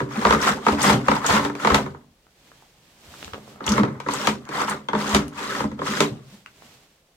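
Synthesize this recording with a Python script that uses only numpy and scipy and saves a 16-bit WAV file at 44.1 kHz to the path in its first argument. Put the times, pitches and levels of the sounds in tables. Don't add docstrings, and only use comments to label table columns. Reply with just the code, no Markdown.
import sys
import numpy as np
from scipy import signal
from scipy.fft import rfft, irfft, next_fast_len
from scipy.io import wavfile
from scipy.ndimage import uniform_filter1d, map_coordinates

SR = 44100
rng = np.random.default_rng(int(sys.argv[2]) if len(sys.argv) > 2 else 0)


def materialize(psi):
    bounded = np.clip(np.atleast_2d(psi).T, -1, 1)
    quanta = np.round(bounded * 32767).astype(np.int16)
    wavfile.write(sys.argv[1], SR, quanta)


N = 315756

# (time [s], tank thud [dB], housing knock [dB], crack [dB], rebound strength [0-1])
KNOCKS = [(.003, -27, -23.5, -43, 0.01), (.251, -17.5, -11.5, -25.5, 0.52),
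          (0.307, -21.5, -13.5, -26, 0.78), (.347, -24.5, -18, -35, 0), (.666, -20, -12.5, -27.5, 0.8),
          (.728, -21.5, -33, -40, 0.3), (1.083, -18.5, -12.5, -26.5, 0.03),
          (1.115, -20.5, -15, -29.5, 0.01), (1.165, -33, -22.5, -37, 0.01), (1.244, -37, -23, -39.5, 0.02),
          (1.364, -31.5, -19, -42, 0.01), (1.395, -24.5, -24, -37, 0), (1.449, -27.5, -23, -32, 0),
          (1.498, -41.5, -29, -45.5, 0), (1.552, -35.5, -34, -39.5, 0), (1.648, -20.5, -15.5, -27, 0.03),
          (1.672, -36, -14, -26, 0), (1.702, -21.5, -16, -30.5, 0.64), (1.745, -21.5, -13.5, -17.5, 0.04),
          (1.862, -34.5, -32, -48, 0), (1.947, -45, -39.5, -64, 0), (3.333, -37.5, -35.5, -50, 0.34),
          (3.606, -34.5, -33, -52.5, 0), (3.666, -32.5, -26, -33.5, 0.05), (3.779, -20, -18.5, -32, .55),
          (3.833, -23, -20.5, -35, 0.27), (4.001, -54, -32, -40, 0.01), (4.063, -29, -28.5, -61, 0.01),
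          (4.086, -26.5, -20, -34.5, 0.01), (4.272, -21.5, -16, -20, 0.23), (4.49, -32, -36, -41.5, 0.01),
          (4.886, -30, -23.5, -37.5, 0.01), (4.932, -22, -20.5, -38.5, 1), (5.147, -16.5, -15.5, -18, .33),
          (5.604, -26, -23.5, -52, 0.01), (5.64, -21.5, -28, -57, 0), (5.716, -37, -40.5, -51, 0.06),
          (5.791, -30.5, -33, -48.5, 0.01), (5.817, -26, -25, -49, 0.01), (6.005, -15, -16.5, -18, .25)]
REBOUND_S = .018
# (frequency [Hz], level [dB], time to fall 60 dB [s])
TANK_MODES = [(81, -19, 0.32), (95, -29, 0.33), (136.3, -6.5, 0.43), (154, -6, 0.12), (210.5, -5, .32),
              (240.8, -7, 0.39), (255.2, -5, 0.19), (286.9, -7.5, 0.33), (328.95, -5, 0.13),
              (383.7, 0, 0.087), (401.9, 3, 0.09), (463, -6.5, 0.089), (522.7, -6, 0.15), (605, -8, 0.14)]
# (frequency [Hz], level [dB], time to fall 60 dB [s])
HOUSING_MODES = [(694, -11.5, 0.012), (873, -7.5, .04), (948, 3, 0.038), (1110, -2.5, 0.043),
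                 (1262, 3.5, 0.028), (1584, -3.5, 0.02), (1910, -9, 0.028), (2070, -21, 0.019),
                 (3820, -15, 0.01)]
# (frequency [Hz], level [dB])
CRACK_COLOUR = [(1200, -25), (2300, 3.5), (2900, -0.5), (3800, -1), (5000, -6.5), (6800, -8),
                (10000, -19.5), (14000, -26.5), (16000, -38)]
# (frequency [Hz], level [dB])
CLATTER_COLOUR = [(150, -38.5), (450, 7), (700, 1), (980, 9.5), (1400, 4.5), (2100, -6.5), (3200, -50.5)]
CLATTER_S, CRACK_S = .07, .013
# (time [s], level [dB])
VALVE = [(4.885, -31.5), (4.933, -48), (4.95, -36), (5.794, -44)]
# (frequency [Hz], level [dB], time to fall 60 dB [s])
VALVE_MODES = [(3050, -5, .018), (3290, 1, .028), (3480, -1, .03), (3760, -8, .028)]

# (start [s], length [s], tank gurgle [dB],
# bowl splash [dB], nozzle spray [dB], swell over the stroke [dB], centre pitch of air pockets [Hz])
STROKES = [(-.04, 0.03, -27, -37, -42, 6.5, 1220), (0.123, .21, -25.5, -28, -36.5, 15, 1093),
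           (0.426, 0.06, -22, -18.5, -26, 4, 1153), (0.667, .06, -26.5, -28.5, -33.5, 1, 998),
           (0.831, 0.074, -16.5, -16.5, -22.5, 2, 1146), (1.087, .075, -31, -28, -35, -1, 1035),
           (1.282, 0.076, -22, -17.5, -24.5, 0, 1146), (1.418, 0.037, -25.5, -29.5, -36.5, -1, 1200),
           (1.614, 0.16, -25, -27, -34.5, 6.5, 1020), (3.37, 0.2, -47, -56, -78.5, 1, 900),
           (3.691, 0.083, -19.5, -26, -35, 1.5, 1178), (3.88, .1, -40, -42, -58, -8, 1097),
           (4.113, 0.18, -30, -30.5, -33.5, 2.5, 1024), (4.547, .075, -28, -24, -33.5, 3.5, 1030),
           (4.685, 0.026, -28, -24.5, -34.5, -0.5, 1053), (4.99, .17, -26, -26.5, -32.5, 6.5, 1068),
           (5.384, 0.22, -30.5, -29, -35.5, 3, 1242), (5.865, 0.17, -27, -29, -32, 2, 1046)]
# (delay [s], rise [dB per s], fall [dB per s])
GURGLE_FLOW = (0.026, 220, 141)
# (delay [s], rise [dB per s], fall [dB per s])
SPLASH_FLOW = (.008, 220, 282)
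# (delay [s], rise [dB per s], fall [dB per s])
SPRAY_FLOW = (.001, 320, 235)
TRICKLE_DB, TRICKLE_DB_PER_S = -13.5, 105.5
MIST_DB, MIST_DB_PER_S = -12, 112.5
# (frequency [Hz], level [dB])
SPLASH_COLOUR = [(200, -37.5), (500, -1.5), (690, -11), (950, -2), (1200, 1), (1600, -3), (2100, -4),
                 (2900, -24.5), (4500, -34), (7000, -36.5)]
# (frequency [Hz], level [dB])
SPRAY_COLOUR = [(1200, -9.5), (2500, 1.5), (3300, 2.5), (4500, -4), (6800, -3.5), (8500, -7),
                (10500, -15.5), (13500, -16.5), (16000, -26.5)]
BUBBLE_SPREAD_DB = 3

# (time [s], pitch it settles at [Hz], level [dB])
GULPS = [(0.021, 137.5, -23), (.173, 241, -16), (.28, 78, -23), (.714, 82.9, -24), (.855, 211, -16.5),
         (.891, 75, -27), (.935, 135, -13.5), (.951, 258.8, -17.5), (1.294, 81, -23), (1.33, 218, -17),
         (1.709, 88, -19.5), (2.05, 201, -58), (3.075, 85.5, -43), (3.25, 90.5, -40), (3.319, 92, -37.5),
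         (3.678, 86, -24), (3.699, 237, -15.5), (3.787, 218.5, -13.5), (3.801, 321, -17),
         (3.826, 143.6, -16), (3.85, 234.5, -22.5), (5.13, 84.7, -21), (5.632, 242, -24),
         (5.886, 229.1, -22.5), (6.112, 139, -22.5), (6.32, 211, -41.5)]
# (time [s], pitch [Hz], level [dB])
SPITS = [(0.415, 5800, -26.5), (0.817, 6000, -23), (0.828, 8600, -21.5), (1.264, 7080, -19.5),
         (3.641, 4000, -38), (3.665, 6800, -26.5), (3.678, 3160, -21.5), (3.691, 6220, -23),
         (3.719, 6000, -23.5), (4.136, 7520, -27), (4.696, 8330, -28), (5.093, 7040, -30.5)]
# (time [s], level [dB], pitch [Hz], factor that the band reaches below and above it)
TICKS = [(2.267, -54, 700, 2.2), (2.517, -46.5, 950, 1.85), (2.623, -49.5, 650, 1.4),
         (3.140, -42, 871, 1.7), (3.228, -33.5, 977, 3.7), (3.246, -36, 3000, 2.3),
         (3.279, -37.5, 594, 2.9), (3.335, -35, 1686, 2.1), (3.344, -34, 1284, 2.3), (3.38, -39, 562, 1.3),
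         (3.478, -42, 770, 1.5), (3.559, -45, 900, 1.5), (4.453, -47.5, 3200, 2.2),
         (5.281, -41.5, 2790, 3.9), (6.461, -37, 1930, 1.45), (6.622, -44.5, 1050, 1.8)]

# (frequency [Hz], time to fall 60 dB [s])
CLOSET_TAIL = [(120, 0.52), (400, 0.27), (1200, 0.18), (3000, 0.14), (10000, 0.1)]
# (frequency [Hz], likeness [0-1])
ALIKE = [(130, 0.98), (290, 0.99), (640, 0.77), (1400, 0.25), (3100, 0.071), (6800, 0)]
# (frequency [Hz], level up on the left and down on the right [dB])
LEAN = [(150, 0.7), (500, -1.2), (1200, 0.5), (4500, 1.27), (9000, 1)]
LAG = 4

# (time when fastest [s], half length [s], rustle [dB])
SLEEVE = [(2.52, 0.19, -55), (2.922, 0.22, -58.5), (3.21, 0.15, -44), (3.504, 0.077, -51),
          (6.336, 0.094, -52.5), (6.692, .17, -50.5)]
SLEEVE_REST_DB = -68
# (frequency [Hz], level [dB])
NYLON_COLOUR = [(40, -19), (140, -8), (300, -13), (800, -16.5), (1500, -18.5), (3200, -17), (8000, -23.5),
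                (10500, -31), (14000, -28.5), (16000, -36)]
# (frequency [Hz], level [dB])
STILL_COLOUR = [(20, 5.5), (45, 2), (107, -15.5), (150, -5), (175, -11.5), (262, -13.5), (660, -12.5),
                (1150, -21.5), (4500, -23.5), (16000, -31)]
TOP_HZ = 16100


def amp(db):
    return 10 ** (np.asarray(db) / 20)


def unit(x, size=None):
    return x / np.sqrt(np.mean(x[..., :size] ** 2) + 1e-20)


def even(x, size):
    power = uniform_filter1d(np.mean(x ** 2, axis=0), size)
    return x / np.sqrt(np.abs(power) + 1e-12)


def along(points, hz):
    f, v = np.transpose(points)
    return np.interp(np.log(hz + 1), np.log(f + 1), v)


def curves(rows):
    s, *cols = np.transpose(rows)
    return [np.interp(np.arange(N) / SR, s, c) for c in cols]


def wobble(rate):
    points = rng.standard_normal(int(N * rate / SR) + 4)
    return map_coordinates(points, [np.arange(N) * rate / SR])


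def fade(t60):
    return amp(-60 * np.arange(SR // 3) / SR / t60)


def add(track, s, sound):
    room_left = track[:, max(0, round(s * SR)):][:, :sound.shape[-1]]
    room_left += sound[..., :room_left.shape[-1]]


def colour(x, points, size=4096):
    cepstrum = irfft(np.log(amp(along(points, np.fft.rfftfreq(size, 1 / SR)))))
    cepstrum[1:size // 2] *= 2
    cepstrum[size // 2 + 1:] = 0
    response = irfft(np.exp(rfft(cepstrum)))
    return signal.fftconvolve(x, response[None], axes=1)[:, :x.shape[1]]


def spread(pair):
    size = pair.shape[1]
    likeness = np.clip(along(ALIKE, np.fft.rfftfreq(size, 1 / SR)), -1, 1)
    turn = np.arccos(likeness) / 2
    mid, side = irfft(rfft(pair) * [np.cos(turn), np.sin(turn)], size)
    return np.array([mid + side, mid - side])


def noise(size):
    return spread(rng.standard_normal((2, size)))


def drops(rate, size_db):
    hits = rng.random((2, N)) < rate / SR
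    sizes = amp(size_db * np.clip(rng.standard_normal((2, N)), -2, 2))
    return spread(hits * sizes * rng.choice([-1, 1], (2, N)))


def ring(modes, scatter_db, detune):
    t = np.arange(SR // 3) / SR
    out = np.zeros((2, len(t)))
    for k, (hz, db, t60) in enumerate(modes):
        size, shift = rng.standard_normal(2)
        skew = np.arccos(np.clip(along(ALIKE, hz), -1, 1)) / 2 * rng.choice([-1, 1, 1])
        phase = 2 * np.pi * hz * (1 + detune * shift) * t + np.array([[skew], [-skew]])
        strength = (-1) ** k * amp(db + scatter_db * size)
        out += strength * fade(t60) * np.sin(phase)
    return out * (1 - np.exp(-t / 0.0011))


def contacts():
    for s, *levels_db, rebound in KNOCKS:
        yield s, *levels_db
        if rebound > 0:
            yield s + REBOUND_S, *(np.array(levels_db) + 20 * np.log10(rebound))


def knocks():
    out = np.zeros((2, N))
    for s, thud_db, knock_db, crack_db in contacts():
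        thud = unit(ring(TANK_MODES, scatter_db=4.0, detune=0.0099), size=970)
        housing = unit(ring(HOUSING_MODES, scatter_db=2.0, detune=0.012), size=530)
        grit = noise(thud.shape[1])
        clatter = unit(colour(grit * fade(CLATTER_S), CLATTER_COLOUR), size=530)
        knock = unit(housing + amp(-0.5) * clatter, size=530)
        hardness_db = .5 * np.clip(crack_db - knock_db + 6.5, -7, 6)
        shape = [(hz, db + hardness_db * np.clip(np.log2(hz / 3500), 0, 1.5)) for hz, db in CRACK_COLOUR]
        decay = fade(CRACK_S) + amp(-11) * fade(.14)
        crack = unit(colour(grit * decay, shape), size=530)
        add(out, s, amp(thud_db - 3.0) * thud + amp(knock_db) * knock + amp(crack_db) * crack)
    for s, db in VALVE:
        snap = unit(ring(VALVE_MODES, scatter_db=3, detune=0.005352), size=530)
        add(out, s, amp(db) * snap)
    return out


def flow(levels_db, delay, rise, fall):
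    t = np.linspace(0, N / SR, num=4000)
    each = []
    for (start, length, *_, swell_db, _), db in zip(STROKES, levels_db):
        age = t - start - delay
        held = np.clip(age, 0, length)
        moving_db = db + swell_db * (held / length - .5)
        before_db = rise * np.maximum(-age, 0)
        after_db = fall * np.maximum(age - length, 0)
        each.append(moving_db - before_db - after_db)
    return curves(np.column_stack([t, np.max(each, axis=0)]))[0]


def bubbles(rate, centre_hz, cycles, rise):
    out = np.zeros((2, N))
    t = np.arange(SR // 20) / SR
    count = int(rate * N / SR)
    starts = rng.integers(N, size=count)
    for start, (pitch, size, side) in zip(starts, rng.standard_normal((count, 3))):
        hz = centre_hz[start] * np.exp(.22 * pitch)
        age = t * hz / cycles
        glide = 1 + rise * np.minimum(age, 2) / 2
        phase = 2 * np.pi * hz * t * glide + np.array([[.6], [-.6]]) * side
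        life = amp(BUBBLE_SPREAD_DB * np.clip(size, -2, 2) - 40 * age) * (1 - np.exp(-t * hz))
        add(out, start / SR, life * np.sin(phase))
    return unit(out)


def water():
    start, length, gurgles_db, splashes_db, sprays_db, _, pockets_hz = np.transpose(STROKES)
    gurgle_db = flow(gurgles_db, *GURGLE_FLOW)
    delay, rise, _ = SPRAY_FLOW
    mist_db = flow(sprays_db + MIST_DB, delay, rise, MIST_DB_PER_S)
    spray_db = np.maximum(flow(sprays_db, *SPRAY_FLOW), mist_db)
    delay, rise, _ = SPLASH_FLOW
    trickle_db = flow(splashes_db + TRICKLE_DB, delay, rise, TRICKLE_DB_PER_S) + 1.7 * wobble(38)
    splash_db = np.maximum(flow(splashes_db, *SPLASH_FLOW), trickle_db)
    pocket_hz, = curves(np.column_stack([start + length / 2, pockets_hz]))
    pocket_hz = pocket_hz * np.exp(0.072 * wobble(12))
    churn = drops(rate=400, size_db=2.5)[:1]
    tank_ring = ring(TANK_MODES, scatter_db=0.22, detune=0)
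    tank = unit(signal.fftconvolve(churn, tank_ring, axes=1)[:, :N])
    gurgle = even(tank, size=2000)
    splash = unit(colour(drops(rate=900, size_db=1.5), SPLASH_COLOUR))
    fine_drops = unit(drops(rate=1500, size_db=5))
    spray = unit(colour(fine_drops + amp(-3) * noise(N), SPRAY_COLOUR))
    pockets = bubbles(rate=340, centre_hz=pocket_hz, cycles=22, rise=.1)
    fizz = bubbles(rate=260, centre_hz=4 * pocket_hz, cycles=36, rise=.1)
    splash = even(splash + amp(0.5) * pockets, size=2400)
    spray = even(spray + amp(-4) * fizz, size=3000)
    splutter = wobble(70)
    splash = splash * amp(2 * splutter)
    spray = spray * amp(0.74 * splutter)
    return amp(gurgle_db - 5.5) * gurgle + amp(splash_db - 1.0) * splash + amp(spray_db - 0.5) * spray


def gulps():
    out = np.zeros((2, N))
    t = np.arange(SR // 3) / SR
    for s, hz, db in GULPS:
        bent_time = t - .003 * (1 - np.exp(-t / .02))
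        shudder = .6 * wobble(45)[:len(t)]
        phase = 2 * np.pi * hz * bent_time + shudder
        swell = (1 - np.exp(-t / .008)) ** 2 * (fade(.1) + amp(-21) * fade(.5))
        add(out, s, amp(db + 8) * swell * np.sin(phase))
    return out


def burst(low_hz, high_hz, t60, skirt_db):
    shape = [(low_hz / 8, 2 * skirt_db), (low_hz / 1.5, skirt_db), (low_hz, 0),
             (high_hz, 0), (high_hz * 1.04, skirt_db), (high_hz * 4, 4.8 * skirt_db)]
    decay = fade(t60)
    return unit(colour(noise(len(decay)) * decay, shape), size=220)


def spits_and_ticks():
    out = np.zeros((2, N))
    for s, hz, db in SPITS:
        add(out, s, amp(db) * burst(hz / 1.05, hz * 1.12, t60=0.038, skirt_db=-9))
    for s, db, hz, span in TICKS:
        add(out, s, amp(db) * burst(hz / span, hz * span, t60=0.0083, skirt_db=-7.5))
    return out


def closet(x):
    hz, t, z = signal.stft(noise(SR // 2), SR, nperseg=256)
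    decay = amp(-60 * t / along(CLOSET_TAIL, hz)[:, None])
    tail = signal.istft(z * decay, SR, nperseg=256)[1]
    wait = int(.006 * SR)
    tail = np.pad(tail / np.linalg.norm(tail[0]), ((0, 0), (wait, 0)))
    return signal.fftconvolve(x, tail, axes=1)[:, :N]


def sleeve():
    t = np.arange(N) / SR
    power = amp(SLEEVE_REST_DB) ** 2
    for s, half, db in SLEEVE:
        sweep = amp(db) / (1 + ((t - s) / half) ** 2 / 2) ** 2
        power = power + sweep ** 2
    rustle = np.sqrt(power)
    grains = unit(drops(rate=1300, size_db=5.5)) + amp(6) * noise(N)
    grains = unit(colour(grains, NYLON_COLOUR))
    return rustle * amp(1.0 * wobble(32)) * grains * amp([[-.7], [.7]])


def still():
    return amp(-61) * unit(colour(noise(N), STILL_COLOUR))


def scene():
    pump, flush, small = knocks(), water() + gulps(), spits_and_ticks()
    echo = closet(amp(-8.5) * pump + amp(-10.5) * flush + amp(-6.5) * small)
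    near = pump + flush + small + echo
    left = colour(near[:1], LEAN)
    right = colour(near[1:], [(hz, -db) for hz, db in LEAN])
    toilet = np.vstack([left, np.roll(right, LAG, axis=1)])
    return toilet + sleeve() + still()


def record(dry):
    size = next_fast_len(N + SR // 2)
    low_cut = signal.sosfilt(signal.butter(2, 48, "highpass", fs=SR, output="sos"), dry)
    kept = np.fft.rfftfreq(size, 1 / SR) < TOP_HZ
    return irfft(rfft(low_cut, size) * kept, size)[:, :N]


dry = scene()
out = record(dry)
materialize(out)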